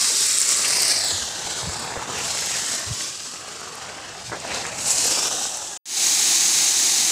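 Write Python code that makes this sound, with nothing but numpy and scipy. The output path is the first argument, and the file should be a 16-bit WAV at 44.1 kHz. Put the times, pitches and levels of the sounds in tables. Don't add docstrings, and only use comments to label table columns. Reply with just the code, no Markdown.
import sys
import numpy as np
from scipy import signal
from scipy.fft import rfft, irfft, next_fast_len
from scipy.io import wavfile
from scipy.ndimage import uniform_filter1d, map_coordinates

SR = 44100
rng = np.random.default_rng(int(sys.argv[2]) if len(sys.argv) > 2 else 0)


def waveform_to_disk(signal):
    frames = np.transpose(np.atleast_2d(signal))
    scaled = np.clip(frames, -1, 1) * 32767
    samples = np.round(scaled).astype(np.int16)
    wavfile.write(sys.argv[1], SR, samples)


N = 313551
T = np.arange(N) / SR

# start_s, upper_over_lower_hiss_db
AIM_CURVE = [(0, -0.5), (.48, 2), (1.05, -3.5), (1.8, -2), (2.6, 0), (4.58, -3), (4.9, 3), (5.2, -0.5),
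             (5.77, 0.5)]


def amp(db):
    return 10 ** (np.asarray(db) / 20)


def unit(x):
    return x / np.sqrt(np.mean(x ** 2) + 1e-20)


def along(points, hz):
    point_hz, values = np.transpose(points)
    return np.interp(np.log(hz + 1), np.log(point_hz + 1), values)


def curves(rows, at):
    s, *columns = np.transpose(rows)
    return [np.interp(at, s, column) for column in columns]


def wobble(rate):
    return map_coordinates(rng.standard_normal(4096), [T * rate], mode="wrap")


def coloured(x, gain_db):
    size = next_fast_len(N + SR // 4)
    gain = amp(gain_db(np.fft.rfftfreq(size, 1 / SR)))
    return irfft(rfft(x, size) * gain, size)[:N]


def add(track, s, sound):
    part = track[max(0, round(s * SR)):][:len(sound)]
    part += sound[:len(part)]


def collisions(top_hz, t60, spread_db, blur_db, count, size):
    when, pitch = rng.random((count, 2)).T
    strength = amp(spread_db * np.minimum(rng.standard_normal(count), 2.7))
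    t = np.arange(size) / SR
    decays = np.outer(strength, amp(-60 * t / t60))
    rings = np.sin(2 * np.pi * top_hz * np.outer(pitch, t)) * decays
    index = (when * N).astype(int)[:, None] + np.arange(size)
    near = np.bincount(index.ravel(), rings.ravel(), N)[:N]
    blur = amp(blur_db) * rng.standard_normal(N)
    return unit(unit(near) + blur)


def pour_walking():
    # start_s, level_db
    exposure = [(0, -19.5), (.63, -21.5), (.85, -18.5), (1.1, -24), (1.35, -31), (1.53, -28.5),
                (2.05, -36.5), (2.27, -26), (2.75, -26.5), (2.85, -31.5), (3.02, -29), (3.38, -37.5),
                (3.83, -38), (3.96, -40.5), (4.75, -35), (4.89, -22.5), (5.09, -21), (5.76, -35)]
    # start_s, level_db before a small trim
    rattle_level = [(-0.0, -37.5), (0.38, -39.5), (0.66, -33), (1.33, -37), (2.19, -34), (2.77, -37.5),
                    (3.18, -45), (3.87, -38.5), (4.35, -42.5), (4.55, -32), (4.83, -35.5), (5.13, -31.5),
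                    (5.76, -43.5)]
    # centre_s, rise_db, half_length_s
    gushes = [(4.274, 6, 0.021), (4.578, 6.5, 0.077), (4.912, 3.5, 0.013), (5.042, 2, 0.022),
              (5.434, 2.5, 0.059)]
    # pitch_hz, relative_db per Hz
    rattle_shape = [(25, -53.5), (60, -7.5), (120, -11), (220, -5), (450, 0), (750, -0.5), (1050, -1),
                    (1600, -1.5), (2100, -7), (2700, -4.5), (3600, -13.5), (6000, -44)]
    hiss_shape = [(600, -44), (1500, -16.5), (2500, -6.5), (3300, -3.5), (4200, -1), (5200, 1.5),
                  (6500, 2.5), (7800, 3.5), (8700, -3.5), (9800, -15.5), (11500, -21), (14000, -48)]
    fizz_shape = [(7000, -29), (9000, 4.5), (10500, -1.5), (12000, -7), (13500, -10.5), (15400, -13.5)]
    half_shaded_db = -29.5
    fizz_level_db, fizz_grows, fizz_aimed = -43.5, 1.18, 0.85
    rattle_trim_db = 0.04

    exposure_db, = curves(exposure, T)
    rattle_db, = curves(rattle_level, T)
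    aim_db, = curves(AIM_CURVE, T)
    gush_db = sum(db * np.exp(-((T - s) / length) ** 2) for s, db, length in gushes)
    fizz_db = fizz_level_db + fizz_grows * (exposure_db - half_shaded_db) + fizz_aimed * aim_db
    clumps_db = 0.42 * wobble(26) + 1.09 * wobble(85)

    heavy = collisions(4920, t60=0.0047, spread_db=5.0, blur_db=9.5, count=5000, size=300)
    small = collisions(15300, t60=0.0021, spread_db=4.0, blur_db=8.5, count=16000, size=96)
    grit = collisions(15300, t60=0.0029, spread_db=12, blur_db=6.0, count=9000, size=160)
    rattle = amp(rattle_trim_db + rattle_db) * unit(coloured(heavy, lambda hz: along(rattle_shape, hz)))
    hiss = amp(exposure_db) * unit(coloured(small, lambda hz: along(hiss_shape, hz)))
    fizz = amp(fizz_db) * unit(coloured(grit, lambda hz: along(fizz_shape, hz)))
    return past_hand(amp(clumps_db) * (rattle + amp(gush_db) * (hiss + fizz)))


def past_hand(x):
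    # start_s, first_notch_hz, depth_scale_db
    hand = [(0, 3280, 4), (.57, 3100, 2.5), (.78, 3560, 8), (.97, 3450, 8.5), (1.1, 2850, 9),
            (1.25, 2450, 4.5), (1.5, 2510, 2), (1.8, 3130, 5), (2.4, 1680, -0.5), (4.2, 1380, -1.5),
            (4.55, 1540, 3.5), (4.95, 1690, 4), (5.33, 2270, 5.5), (5.77, 2350, 4.5)]
    comb_teeth = [(.97, -1.22, .15), (1.44, 0.31, .21), (2.01, -0.81, .19), (2.62, 0.53, .2)]
    # start_s, resonance_hz, gain_db
    palm = [(0, 1150, 7), (.63, 1250, 3.5), (.81, 740, 2.5), (1.63, 910, 6), (2.2, 834, 6.5),
            (2.7, 765, -0.5), (3.05, 1175, 6), (3.72, 1180, 6), (3.86, 620, 5.5), (4.2, 785, 5),
            (5.13, 713, 5), (5.77, 800, 8)]
    gap_hz, gap_open_db, gap_closes = 1920, 8.5, 1.27
    ground_hz, ground_hz_per_s, ground_db, ground_fade_s = 630, 400, -6.5, 1

    hz, s, spectrum = signal.stft(x, SR, nperseg=1024)
    hz = hz[:, None]
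    bell = lambda distance: np.exp(-distance ** 2)

    notch_hz, depth_db = curves(hand, s)
    teeth = sum(share * bell((hz / notch_hz - place) / width) for place, share, width in comb_teeth)
    comb = depth_db * teeth

    palm_hz, palm_db = curves(palm, s)
    gap_db = gap_open_db - gap_closes * palm_db
    hollow = palm_db * bell((hz - palm_hz) / 120) + gap_db * bell((hz - gap_hz) / 280)

    aim_db, = curves(AIM_CURVE, s)
    brightness = aim_db * (bell((hz - 7700) / 1700) - bell((hz - 4000) / 1300))

    ground_notch = bell((hz - ground_hz - ground_hz_per_s * s) / 200)
    ground = ground_db * bell(s / ground_fade_s) * ground_notch

    patches = uniform_filter1d(rng.standard_normal(spectrum.shape), size=3, axis=0)
    patches = unit(uniform_filter1d(patches, size=13, axis=1))
    echoes = patches * along([(300, 1.8), (1500, 2.4), (6000, 1.3)], hz)

    gain = amp(comb + hollow + brightness + ground + echoes)
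    return signal.istft(spectrum * gain, SR, nperseg=1024)[1][:N]


def handling():
    # start_s, level_db before the trim
    rumble_level = [(0.0, -61.5), (2.0, -45.5), (3.29, -58), (4.75, -46.5), (5.49, -56.5), (5.76, -65)]
    # pitch_hz, relative_db per Hz
    rumble_shape = [(20, -31), (45, -9), (75, 0.5), (130, 3.5), (220, -1.5), (500, -58)]
    trim_db = 1.5
    level_db, = curves(rumble_level, T)
    rumble = coloured(rng.standard_normal(N), lambda hz: along(rumble_shape, hz))
    return amp(trim_db + level_db) * unit(rumble)


def clatters():
    # start_s, level_db, t60_s
    runs = [(.1, -35, .17), (1.825, -41, 0.25), (1.955, -33, 0.27), (4.316, -26.5, 0.22)]
    # pitch_hz, relative_db per Hz
    hollow_shape = [(100, -25), (300, -2), (480, 4), (850, -1.5), (1400, -4), (2000, -2.5), (2350, -24),
                    (6000, -66)]
    envelope = np.zeros(N)
    t = np.arange(SR // 3) / SR
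    for s, db, t60 in runs:
        attack = 1 - np.exp(-t / 0.0011)
        decay_db = -60 * np.maximum(t - .015, 0) / t60
        add(envelope, s, amp(db + decay_db) * attack)
    contacts = collisions(3460, t60=0.0042, spread_db=-1.5, blur_db=9.5, count=4000, size=300)
    return envelope * unit(coloured(contacts, lambda hz: along(hollow_shape, hz)))


def pings(rows, t60, crack):
    out = np.zeros(N)
    t = np.arange(SR // 10) / SR
    for s, db, hz in rows:
        snap = crack * amp(-60 * t / 0.0084) * rng.standard_normal(len(t))
        ring = np.sin(2 * np.pi * hz * t) * amp(-60 * t / t60)
        add(out, s, amp(db) * (ring + snap))
    return coloured(out, lambda hz: along([(1000, -31), (4000, -2), (9000, 11.5), (12000, -10.5)], hz))


def midrange_swells():
    # centre_s, level_db, half_length_s
    swells = [(0.653, -28, .015), (2.192, -30.5, .025), (2.542, -33, .03), (3.009, -32.5, 0.0064),
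              (4.515, -31.5, 0.028)]
    envelope = sum(amp(db) * np.exp(-((T - s) / length) ** 2) for s, db, length in swells)
    midrange_shape = [(400, -23), (1300, 4), (2700, 15.5), (4200, -3), (8000, -26)]  # Hz, relative dB
    noise = coloured(rng.standard_normal(N), lambda hz: along(midrange_shape, hz))
    return envelope * unit(noise)


def bumps():
    # crest_s, peak_db, pitch_hz, half_length_s
    pushes = [(1.148, -32.5, 92.5, 0.02), (1.234, -40, 74.5, .025), (1.458, -38, 96, 0.0052),
              (1.643, -30.5, 120, .012), (1.676, -25.5, 172, 0.0082), (1.69, -27, 79, 0.015),
              (1.976, -26, 117, 0.0035), (2.881, -31, 88.5, .012), (2.917, -22, 108, 0.012),
              (4.296, -36, 118, 0.021)]
    out = np.zeros(N)
    t = np.arange(-SR // 10, SR // 10) / SR
    knots = np.linspace(t[0], t[-1], 32)
    for s, db, hz, length in pushes:
        unevenness = .6 * np.interp(t, knots, rng.standard_normal(32))
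        phase = 2 * np.pi * hz * t + unevenness
        add(out, s + t[0], amp(db) * np.cos(phase) / np.cosh(1.46 * t / length))
    return out


def pour_standing():
    # pitch_hz, relative_db per Hz
    open_shape = [(25, -55), (55, -31), (110, -21), (220, -19.5), (520, -23), (1000, -15.5), (1400, -16.5),
                  (2200, -9), (3300, -9.5), (4000, -3.5), (5300, -3.5), (7800, -2), (12000, -19),
                  (15400, -20)]
    # centre_hz, width_hz, gain_db
    reinforced = [(340, 200, 9), (780, 210, 7.5), (3800, 120, 4), (6450, 940, 6), (9560, 350, 1),
                  (10200, 370, 4.5)]

    def reflections(hz):
        return sum(db / (1 + (2 * (hz - centre) / width) ** 2) for centre, width, db in reinforced)

    stream = collisions(16100, t60=0.0025, spread_db=1.5, blur_db=8.5, count=18000, size=96)
    stream = unit(coloured(stream, lambda hz: along(open_shape, hz) + reflections(hz)))
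    level_db = -18 + 0.47 * wobble(27) + 0.49 * wobble(110)
    return stream * amp(level_db)


def scene():
    # start_s, level_db before colouring, pitch_hz
    chips = [(.386, -9, 8300), (.4165, -8, 7600), (.491, -9, 7600), (.5876, -15, 7800), (.692, -12, 5750),
             (.805, -12, 7000), (.819, -13, 5200), (.832, -3, 5000), (.991, -19, 5000), (3.755, -21, 11500),
             (4.402, -25, 7200), (4.5466, -16, 6400), (4.6668, -19, 6600), (4.906, -10, 6600)]
    # start_s, level_db before colouring, pitch_hz
    tinkles = [(.775, -18, 14650), (.822, -7, 14400), (1.045, -18, 15100), (1.085, -21, 14750)]
    pause_s, resume_s, fade_in_s = 5.776, 5.856, 0.23
    stone = pour_walking() + pings(chips, t60=0.0027, crack=0.2) + pings(tinkles, t60=.028, crack=.08)
    walk = stone + handling() + bumps() + clatters() + midrange_swells()
    fade_out = np.clip((pause_s - T) / .003, 0, 1)
    fade_in = np.clip(0.078 + (T - resume_s) / fade_in_s, 0, 1) * (T > resume_s)
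    mono = walk * fade_out + pour_standing() * fade_in
    return np.array([mono, mono])


def record(dry):
    top_hz = 15600
    return np.array([coloured(x, lambda hz: -120 * (hz > top_hz)) for x in dry])


dry = scene()
out = record(dry)
waveform_to_disk(out)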